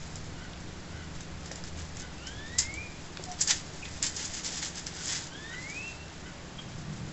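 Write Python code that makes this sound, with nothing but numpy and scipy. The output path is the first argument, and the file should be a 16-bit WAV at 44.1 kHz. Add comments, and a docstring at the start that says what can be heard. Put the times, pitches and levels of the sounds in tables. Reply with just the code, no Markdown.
"""Distant traffic and a motor hum are heard first, with leaves stirring on a walled concrete patio.
A small dog and a cat play there: paws tap and scuff, then crunch through dry leaves and low plants,
each crunch a cloud of tiny fractures. A crow caws far off and a bird gives two long rising whistles,
harmonic tones that echo among the houses. There is one soft hoot and there are two short chips.
A far exhaust swells now and then, and at the end a vehicle draws nearer."""
import sys
import numpy as np
from scipy import signal
from scipy.io import wavfile

SR = 44100
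rng = np.random.default_rng(int(sys.argv[2]) if len(sys.argv) > 2 else 0)


def file_out(sig):
    """Save sig as 16-bit WAV at sys.argv[1]."""
    # one column per channel
    cols = np.atleast_2d(sig).T
    # limit, then scale
    lim = np.clip(cols, -1, 1)
    pcm = np.round(lim * 32767).astype(np.int16)
    wavfile.write(sys.argv[1], SR, pcm)


N = 314212
TIME = np.arange(N) / SR


def from_db(db):
    """Amplitude grows tenfold for every 20 dB."""
    return 10 ** (np.asarray(db) / 20)


def unit_power(x):
    """Normalisation by the root mean square."""
    return x / np.sqrt(np.mean(x ** 2) + 1e-20)


def curve(rows):
    """Linear interpolation of (time_s, value) rows at every sample."""
    return np.interp(TIME, *np.transpose(rows))


def swell(centre_s, db, half_length_s):
    """Gaussian envelope: the gain is 1/e of its peak one half length from the centre."""
    return from_db(db) * np.exp(-np.minimum(((TIME - centre_s) / half_length_s) ** 2, 20))


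def burst(peak_s, db, rise_s, decay_s):
    """Transient envelope: exponential growth to a peak, then exponential decay."""
    fall = np.maximum(2 * (peak_s - TIME) / rise_s, (TIME - peak_s) / decay_s)
    return from_db(db) * np.exp(-np.minimum(fall, 20))


def drift(rate_hz):
    """Random modulation: low-passed noise of unit power, computed at every 40th sample."""
    pole = np.exp(-2 * np.pi * rate_hz * 40 / SR)
    white = rng.standard_normal(N // 40 + 2002)
    slow = signal.lfilter([1], [1, -2 * pole, pole * pole], white)[2000:]
    return np.interp(np.arange(N) / 40, np.arange(len(slow)), unit_power(slow))


def phase_of(hz):
    """Phase is the time integral of frequency."""
    return 2 * np.pi * np.cumsum(hz) / SR


def coloured(x, spectrum, size=8192):
    """Minimum-phase filtering to a spectral shape; white noise keeps its power."""
    hz, db = np.transpose(spectrum)
    grid_hz = np.maximum(np.abs(np.fft.fftfreq(size, 1 / SR)), 1)
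    rolloff_db = 40 * np.log2(np.maximum(grid_hz / hz[-1], 1))
    log_gain = np.log(from_db(np.interp(np.log(grid_hz), np.log(hz), db) - rolloff_db))
    response = np.fft.ifft(np.exp(np.conj(signal.hilbert(log_gain)))).real[:size // 2]
    return signal.fftconvolve(x, response / np.linalg.norm(response))[:N]


def noise(spectrum):
    """Stationary Gaussian noise of unit power and given spectral shape."""
    return coloured(rng.standard_normal(N), spectrum)


def grains(per_s, spread_db):
    """Shot noise of unit power: tiny fractures of uneven size at random moments."""
    sizes = from_db(spread_db * np.minimum(rng.exponential(1, N), 4)) * rng.choice([-1, 1], N)
    return unit_power(sizes * (rng.random(N) < per_s / SR))


def resonate(x, hz, width_hz):
    """A damped two-pole resonator: the wider its band, the shorter it rings."""
    radius, angle = np.exp(-np.pi * width_hz / SR), 2 * np.pi * hz / SR
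    return signal.lfilter([1, 0, -1], [1, -2 * radius * np.cos(angle), radius ** 2], x)


def echoes(x, t60_s, gap_s, per_s):
    """Reverberation: random reflections of unit total energy start after a gap and die away."""
    t = TIME[:SR]
    reflections = rng.standard_normal(SR) * (rng.random(SR) < per_s / SR)
    response = reflections * (t > gap_s) * from_db(-60 * t / t60_s)
    return signal.fftconvolve(x, response / (np.linalg.norm(response) + 1e-12))[:N]


# Spectra of the traffic's rumble and wash: frequency_hz, relative_density_db
RUMBLE_SPECTRUM = [(10, 5), (20, -1), (38, -11.5), (50, -8), (64, 2.5), (80, -2), (97, -3), (116, -2.5),
                   (150, -10), (200, -22), (300, -28.5)]
WASH_SPECTRUM = [(60, -2), (150, -2), (220, 0), (255, -1.5), (285, 4), (350, 0.5), (450, -3), (700, -4),
                 (1100, -7.5), (1700, -8), (2800, -12), (4500, -13.5), (7400, -17.5), (8000, -26)]
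# Course of the rumble: time_s, level_db
RUMBLE_LEVELS = [(0, -42), (2.15, -46.5), (2.6, -43), (3.2, -48.5), (3.9, -45.5), (4.5, -51.5), (5.3, -49),
                 (5.7, -50.5), (7.12, -49)]

def traffic(wash_db=-47):
    """Distant vehicles add incoherently into noise: a varying rumble under a steady broadband wash."""
    rumble = from_db(curve(RUMBLE_LEVELS)) * noise(RUMBLE_SPECTRUM)
    return rumble + from_db(wash_db) * noise(WASH_SPECTRUM)


# Harmonics of the idling motor: multiple_of_firing_rate, relative_level_db
MOTOR_HARMONICS = [(5, -15), (6, -15), (7, -2), (8, -3.5), (9, -11.5)]

def motor(firing_hz=22.7, sag_hz_per_s=.155, start_db=-50, fade_db_per_s=.77):
    """Periodic firing gives harmonics; each wanders in level and phase on its way between the houses."""
    phase = phase_of(firing_hz - sag_hz_per_s * TIME)
    level_db = start_db - fade_db_per_s * TIME
    out = np.zeros(N)
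    for order, db in MOTOR_HARMONICS:
        gain = from_db(level_db + db + 2.1 * drift(1.4))
        out += gain * np.sin(order * phase + 1.6 * drift(1.04))
    return np.sqrt(2) * out


def mains_hum(pitch_hz=239.3, level_db=-62.5):
    """Vibration forced by the mains gives a faint, steady pure tone."""
    return np.sqrt(2) * from_db(level_db) * np.sin(2 * np.pi * pitch_hz * TIME)


# Spectra of brittle leaf blades and of stems and soil: frequency_hz, relative_density_db
LEAF_SPECTRUM = [(300, -36), (1000, -25.5), (2000, -18.5), (3000, -18.5), (4000, -11), (5000, 3),
                 (5600, -1), (6500, 2.5), (7350, 4), (8000, -5)]
STEM_SPECTRUM = [(200, -28.5), (550, -20), (850, -4.5), (1200, -9), (1800, 1.5), (2500, -3.5), (3500, 1),
                 (4200, -1), (6000, -2), (8000, -14.5)]
# Leaves stirring under the animals between steps: time_s, level_db
STIR_LEVELS = [(0, -57), (.6, -60.5), (1.3, -61), (2.6, -57.5), (3.05, -58.5), (4.6, -50), (5.5, -56.5),
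               (5.8, -51), (6.05, -60), (7.12, -59.5)]
# Fur and legs brushing through plants: centre_s, level_db, half_length_s
PLANT_BRUSHES = [(1.159, -50, 0.014), (1.472, -55, 0.042), (1.68, -50.5, 0.019), (1.812, -48, 0.047),
                 (3.314, -50, 0.026), (3.398, -38.5, .012), (3.571, -43, 0.036), (3.738, -49.5, 0.015),
                 (3.92, -55, 0.16), (4.219, -40, 0.062), (4.367, -41.5, 0.041), (4.527, -42.5, 0.12),
                 (4.65, -40.5, 0.031), (4.782, -44, 0.035), (5, -44.5, 0.056), (5.131, -36, 0.097)]

def rustle(crackle_db=-4.5, shake_db=-23):
    """Friction: leaves slide over each other in clumps of grains, and dry edges catch and crack."""
    power = from_db(curve(STIR_LEVELS)) ** 2 + sum(swell(*row) ** 2 for row in PLANT_BRUSHES)
    # each snap shakes the leaves around it
    power += sum(burst(s, db + shake_db, rise_s=.0066, decay_s=.027) ** 2 for s, db, _ in DRY_SNAPS)
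    blades = coloured(grains(per_s=3700, spread_db=1.5), LEAF_SPECTRUM)
    stems = coloured(grains(per_s=3000, spread_db=1), STEM_SPECTRUM)
    edges = coloured(grains(per_s=110, spread_db=2), LEAF_SPECTRUM)
    clumps = from_db(2.03 * drift(29))
    texture = from_db(-2 + 1.8 * drift(12)) * blades + from_db(-2) * stems + from_db(crackle_db) * edges
    return np.sqrt(power) * clumps * texture


# Brittle snaps and claw ticks: start_s, level_db, pitch_hz
DRY_SNAPS = [(0.157, -23.5, 7100), (1.207, -26, 6460), (1.459, -26.5, 6300), (1.516, -24.5, 5760),
             (1.558, -24.5, 7100), (1.639, -27.5, 5140), (1.970, -26, 6840), (1.998, -24, 6360),
             (2.271, -22, 5370), (2.590, -20, 6460), (2.5928, -13.5, 6850), (2.6075, -27, 6400),
             (2.622, -17.5, 6500), (2.740, -28, 7300), (3.239, -25, 7100), (3.316, -22, 5860),
             (3.414, -14.5, 6630), (3.424, -15, 7170), (3.504, -16, 6070), (4.027, -10, 7260),
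             (4.042, -16, 7200), (4.065, -15.5, 7500), (4.446, -19, 7260), (4.868, -16, 5900),
             (5.057, -21, 7240), (5.133, -23, 6430), (5.7, -27, 6600)]

def snaps(ring_t60_s=.0063, ring_db=-2, crack_t60_s=.0048, crack_db=2.5, size=1024):
    """Brittle fracture: a crack runs through a dry blade or twig and excites a brief free vibration."""
    cracks, rings, t = np.zeros(N), np.zeros(N), TIME[:size]
    ring_envelope = (1 - np.exp(-t / .0002)) * from_db(-60 * t / ring_t60_s)
    for start_s, db, hz in DRY_SNAPS:
        at = round(start_s * SR)
        tear = rng.standard_normal(size) * from_db(-60 * t / crack_t60_s)
        cracks[at:at + size] += from_db(db + crack_db) * tear / np.linalg.norm(tear)
        rings[at:at + size] += from_db(db + ring_db) * ring_envelope * np.sin(2 * np.pi * hz * t)
    return coloured(cracks, LEAF_SPECTRUM) + rings


# Calls of a far crow: centre_s, half_length_s, level_db, pitch_hz
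CROW_CAWS = [(0.427, .085, -51.5, 506), (0.991, 0.13, -53.5, 506), (2.05, 0.1, -53.5, 499),
             (4.997, 0.046, -50.5, 500), (5.538, 0.053, -46.5, 508), (6.28, 0.072, -53, 495)]

def caws():
    """Jitter and shimmer make an arched call hoarse; at this distance its third harmonic carries best."""
    out = np.zeros(N)
    jitter, shimmer = 1 + .04 * drift(220), from_db(3 * drift(90))
    for centre_s, half_length_s, db, hz in CROW_CAWS:
        sounding = np.abs(TIME - centre_s) < half_length_s
        position = (TIME[sounding] - centre_s) / half_length_s
        phase = phase_of(hz * jitter[sounding] * (1 - .15 * position ** 2))
        voice = np.sin(3 * phase) + from_db(-5.5) * np.sin(4 * phase) + from_db(-7.5) * np.sin(6 * phase)
        out[sounding] += from_db(db) * np.cos(np.pi * position / 2) ** 2 * voice
    return np.sqrt(2) * shimmer * out


# Paws and claws on concrete, drain grate and hose: start_s, peak_db, pitch_hz, contact_t60_s
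PAW_TAPS = [(0.534, -35, 2900, 0.019), (1.513, -29, 1740, 0.028), (1.514, -34, 520, 0.037),
            (1.515, -37, 3200, 0.0205), (1.640, -38.5, 1300, .02), (3.172, -23, 3200, 0.0062),
            (3.172, -28, 1800, 0.013), (3.195, -30.5, 370, 0.02), (3.195, -41, 1200, 0.021),
            (3.853, -28.5, 3600, 0.054), (3.854, -33, 2060, 0.08), (6.591, -38, 1420, .05)]

def taps(relative_bandwidth=.26, size=8192):
    """Impact excitation: a short gritty contact drives one broad, heavily damped resonance."""
    out, t = np.zeros(N + size), TIME[:size]
    for start_s, db, hz, t60_s in PAW_TAPS:
        contact = rng.standard_normal(size) * from_db(-60 * t / t60_s)
        knock = resonate(contact, hz, relative_bandwidth * hz)
        at = round(start_s * SR)
        out[at:at + size] += from_db(db) * knock / np.abs(knock).max()
    return out[:N]


# Swells of a far exhaust note: centre_s, level_db, half_length_s
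EXHAUST_SWELLS = [(1.0, -43, 0.089), (1.818, -43.5, 0.13), (2.5, -57, 0.27)]

def exhaust(pitch_hz=79.7, floor_db=-56.5):
    """Amplitude modulation: a low, wavering exhaust tone swells above a steady floor."""
    power = from_db(floor_db) ** 2 + sum(swell(*row) ** 2 for row in EXHAUST_SWELLS)
    return np.sqrt(2 * power) * np.sin(phase_of(pitch_hz * (1 + .0383 * drift(8.8))))


# Pitch glides of the bird, one list per whistle: time_s, pitch_hz
WHISTLE_GLIDES = [
    [(2.12, 1197), (2.21, 1362), (2.32, 1630), (2.45, 1778), (2.60, 2016), (2.70, 2170), (2.835, 2470),
     (2.905, 2353)],
    [(5.25, 1365), (5.37, 1674), (5.50, 1860), (5.63, 2074), (5.71, 2283), (5.79, 2564), (5.86, 2705),
     (5.91, 2700), (5.965, 2590)],
]

def whistles(attack_s=.1, release_s=.095, ground_lag_s=.00508, ground_db=-10.5):
    """Interference: as a fluttering tone climbs an octave, its ground echo adds and cancels in turn."""
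    # the tone starts reedy, led by its second harmonic, and grows pure and loud as it rises
    full_hz, full_db, swell_db_per_octave = 2210, -42.5, 22.5
    reedy_hz, reedy_db, fade_db_per_octave = 1550, -50, 27
    out = np.zeros(N)
    for glide in WHISTLE_GLIDES:
        hz = curve(glide)
        start_s, end_s = glide[0][0], glide[-1][0]
        envelope = np.clip(np.minimum((TIME - start_s) / attack_s, (end_s - TIME) / release_s), 0, 1)
        fundamental_db = full_db + swell_db_per_octave * np.minimum(np.log2(hz / full_hz), 0)
        overtone_db = reedy_db - fade_db_per_octave * np.abs(np.log2(hz / reedy_hz))
        comb_gain = np.abs(1 + from_db(ground_db) * np.exp(2j * np.pi * hz * ground_lag_s))
        phase = phase_of(hz * (1 + .004 * drift(50)))
        overtones = np.sin(2 * phase + .9 * drift(110)) + from_db(-16) * np.sin(3 * phase)
        tone = from_db(fundamental_db) * comb_gain * np.sin(phase) + from_db(overtone_db) * overtones
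        out += envelope * tone * from_db(2.8 * drift(45))
    return np.sqrt(2) * out


# Paws crushing dry leaves: peak_s, level_db, rise_s, relative_stem_db, blade_pitch_hz
LEAF_CRUNCHES = [(2.586, -19.5, 0.0032, -17, 7270), (3.412, -22, 0.0077, -25, 7370),
                 (3.475, -23, .002, -16, 5300), (3.509, -24, 0.029, 0.5, 6040),
                 (4.029, -35, .0064, -10, 7200), (4.037, -33, 0.013, -9, 3700),
                 (4.067, -31, .0033, -15, 7400), (4.167, -32.5, 0.007, -13, 6700),
                 (4.253, -35, 0.015, -11, 6840), (4.334, -37.5, .002, -10, 5030),
                 (4.462, -31.5, 0.024, -6.5, 7280), (4.576, -37, 0.01, -3, 5030),
                 (4.627, -37, .009, 3.5, 6600), (4.78, -42, 0.021, 0, 5000), (5.157, -37, .022, -1, 7400)]

def crunches(decay_s=.014, ring_db=-6, ring_width_hz=170, splinter_db=-13):
    """Acoustic emission: a step breaks many leaves, rings one blade and scrapes the stems below."""
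    blade_power, stem_power, rings = np.zeros(N), np.zeros(N), np.zeros(N)
    fractures = grains(per_s=2100, spread_db=-1)
    for peak_s, db, rise_s, stem_db, hz in LEAF_CRUNCHES:
        force = burst(peak_s, db, rise_s, decay_s)
        blade_power += force ** 2
        stem_power += (force * from_db(stem_db)) ** 2
        rings += force * unit_power(resonate(fractures, hz, ring_width_hz))
    splinters = grains(per_s=160, spread_db=1)
    breaks = grains(per_s=6000, spread_db=4) + from_db(splinter_db) * splinters
    blades = np.sqrt(blade_power) * coloured(breaks, LEAF_SPECTRUM)
    stems = np.sqrt(stem_power) * coloured(grains(per_s=5000, spread_db=-.5), STEM_SPECTRUM)
    return blades + from_db(ring_db) * rings + stems


def short_call(centre_s, half_length_s, db, hz, octaves_per_s, jitter):
    """Frequency modulation: one short note glides while random jitter roughens its pitch."""
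    offset_s = np.clip(TIME - centre_s, -2 * half_length_s, 2 * half_length_s)
    pitch_hz = hz * 2 ** (octaves_per_s * offset_s) * (1 + jitter * drift(300))
    return np.sqrt(2) * swell(centre_s, db, half_length_s) * np.sin(phase_of(pitch_hz))


def hoot():
    """Nearly periodic vibration gives a soft, almost pure note that sinks a little in pitch."""
    return short_call(3.305, half_length_s=.032, db=-40.5, hz=727, octaves_per_s=-.6, jitter=.0047)


# Short bird chips: centre_s, half_length_s, level_db, pitch_hz, glide_octaves_per_s
BIRD_CHIPS = [(3.833, 0.0077, -39.5, 2530, -12), (6.593, 0.0094, -40.5, 3230, 5)]

def chips():
    """Spectral broadening: strong jitter turns each brief, steep glide into a rasp."""
    return sum(short_call(*row, jitter=.06) for row in BIRD_CHIPS)


# Spectrum of the approaching vehicle: frequency_hz, relative_density_db
VEHICLE_SPECTRUM = [(80, -18), (125, -8), (142, -6), (154, -4.5), (168, -12.5), (192, -5.5), (215, -17),
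                    (320, -39)]
# Course of its approach: time_s, level_db
VEHICLE_LEVELS = [(0, -68), (6.3, -54.5), (6.6, -50.5), (6.8, -42.5), (7.0, -40.5), (7.12, -43)]

def approaching_vehicle():
    """Level rises as distance shrinks: a low band of noise grows as a vehicle draws nearer."""
    return from_db(curve(VEHICLE_LEVELS)) * noise(VEHICLE_SPECTRUM)


def among_houses(x):
    """Multiple reflection: near walls blur a call, and a farther front returns it a moment later."""
    near = echoes(x, t60_s=.45, gap_s=.008, per_s=150)
    far = echoes(x, t60_s=.45, gap_s=.12, per_s=200)
    return x + from_db(-8) * near + from_db(-15) * far


def scene():
    """Superposition: animals between the patio walls, birds among the houses and the background add."""
    play = crunches() + rustle() + snaps() + taps()
    patio_echoes = from_db(-10) * echoes(play, t60_s=.2, gap_s=.005, per_s=2500)
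    birds = among_houses(whistles() + chips() + caws()) + hoot()
    background = traffic() + approaching_vehicle() + motor() + exhaust() + mains_hum()
    return (play + patio_echoes + birds + background)[None]


def record(dry, cutoff_hz=7900):
    """Band limiting: a small microphone acts as a steep low-pass filter."""
    return signal.sosfilt(signal.ellip(10, .2, 70, cutoff_hz, fs=SR, output="sos"), dry)


dry = scene()
out = record(dry)
file_out(out)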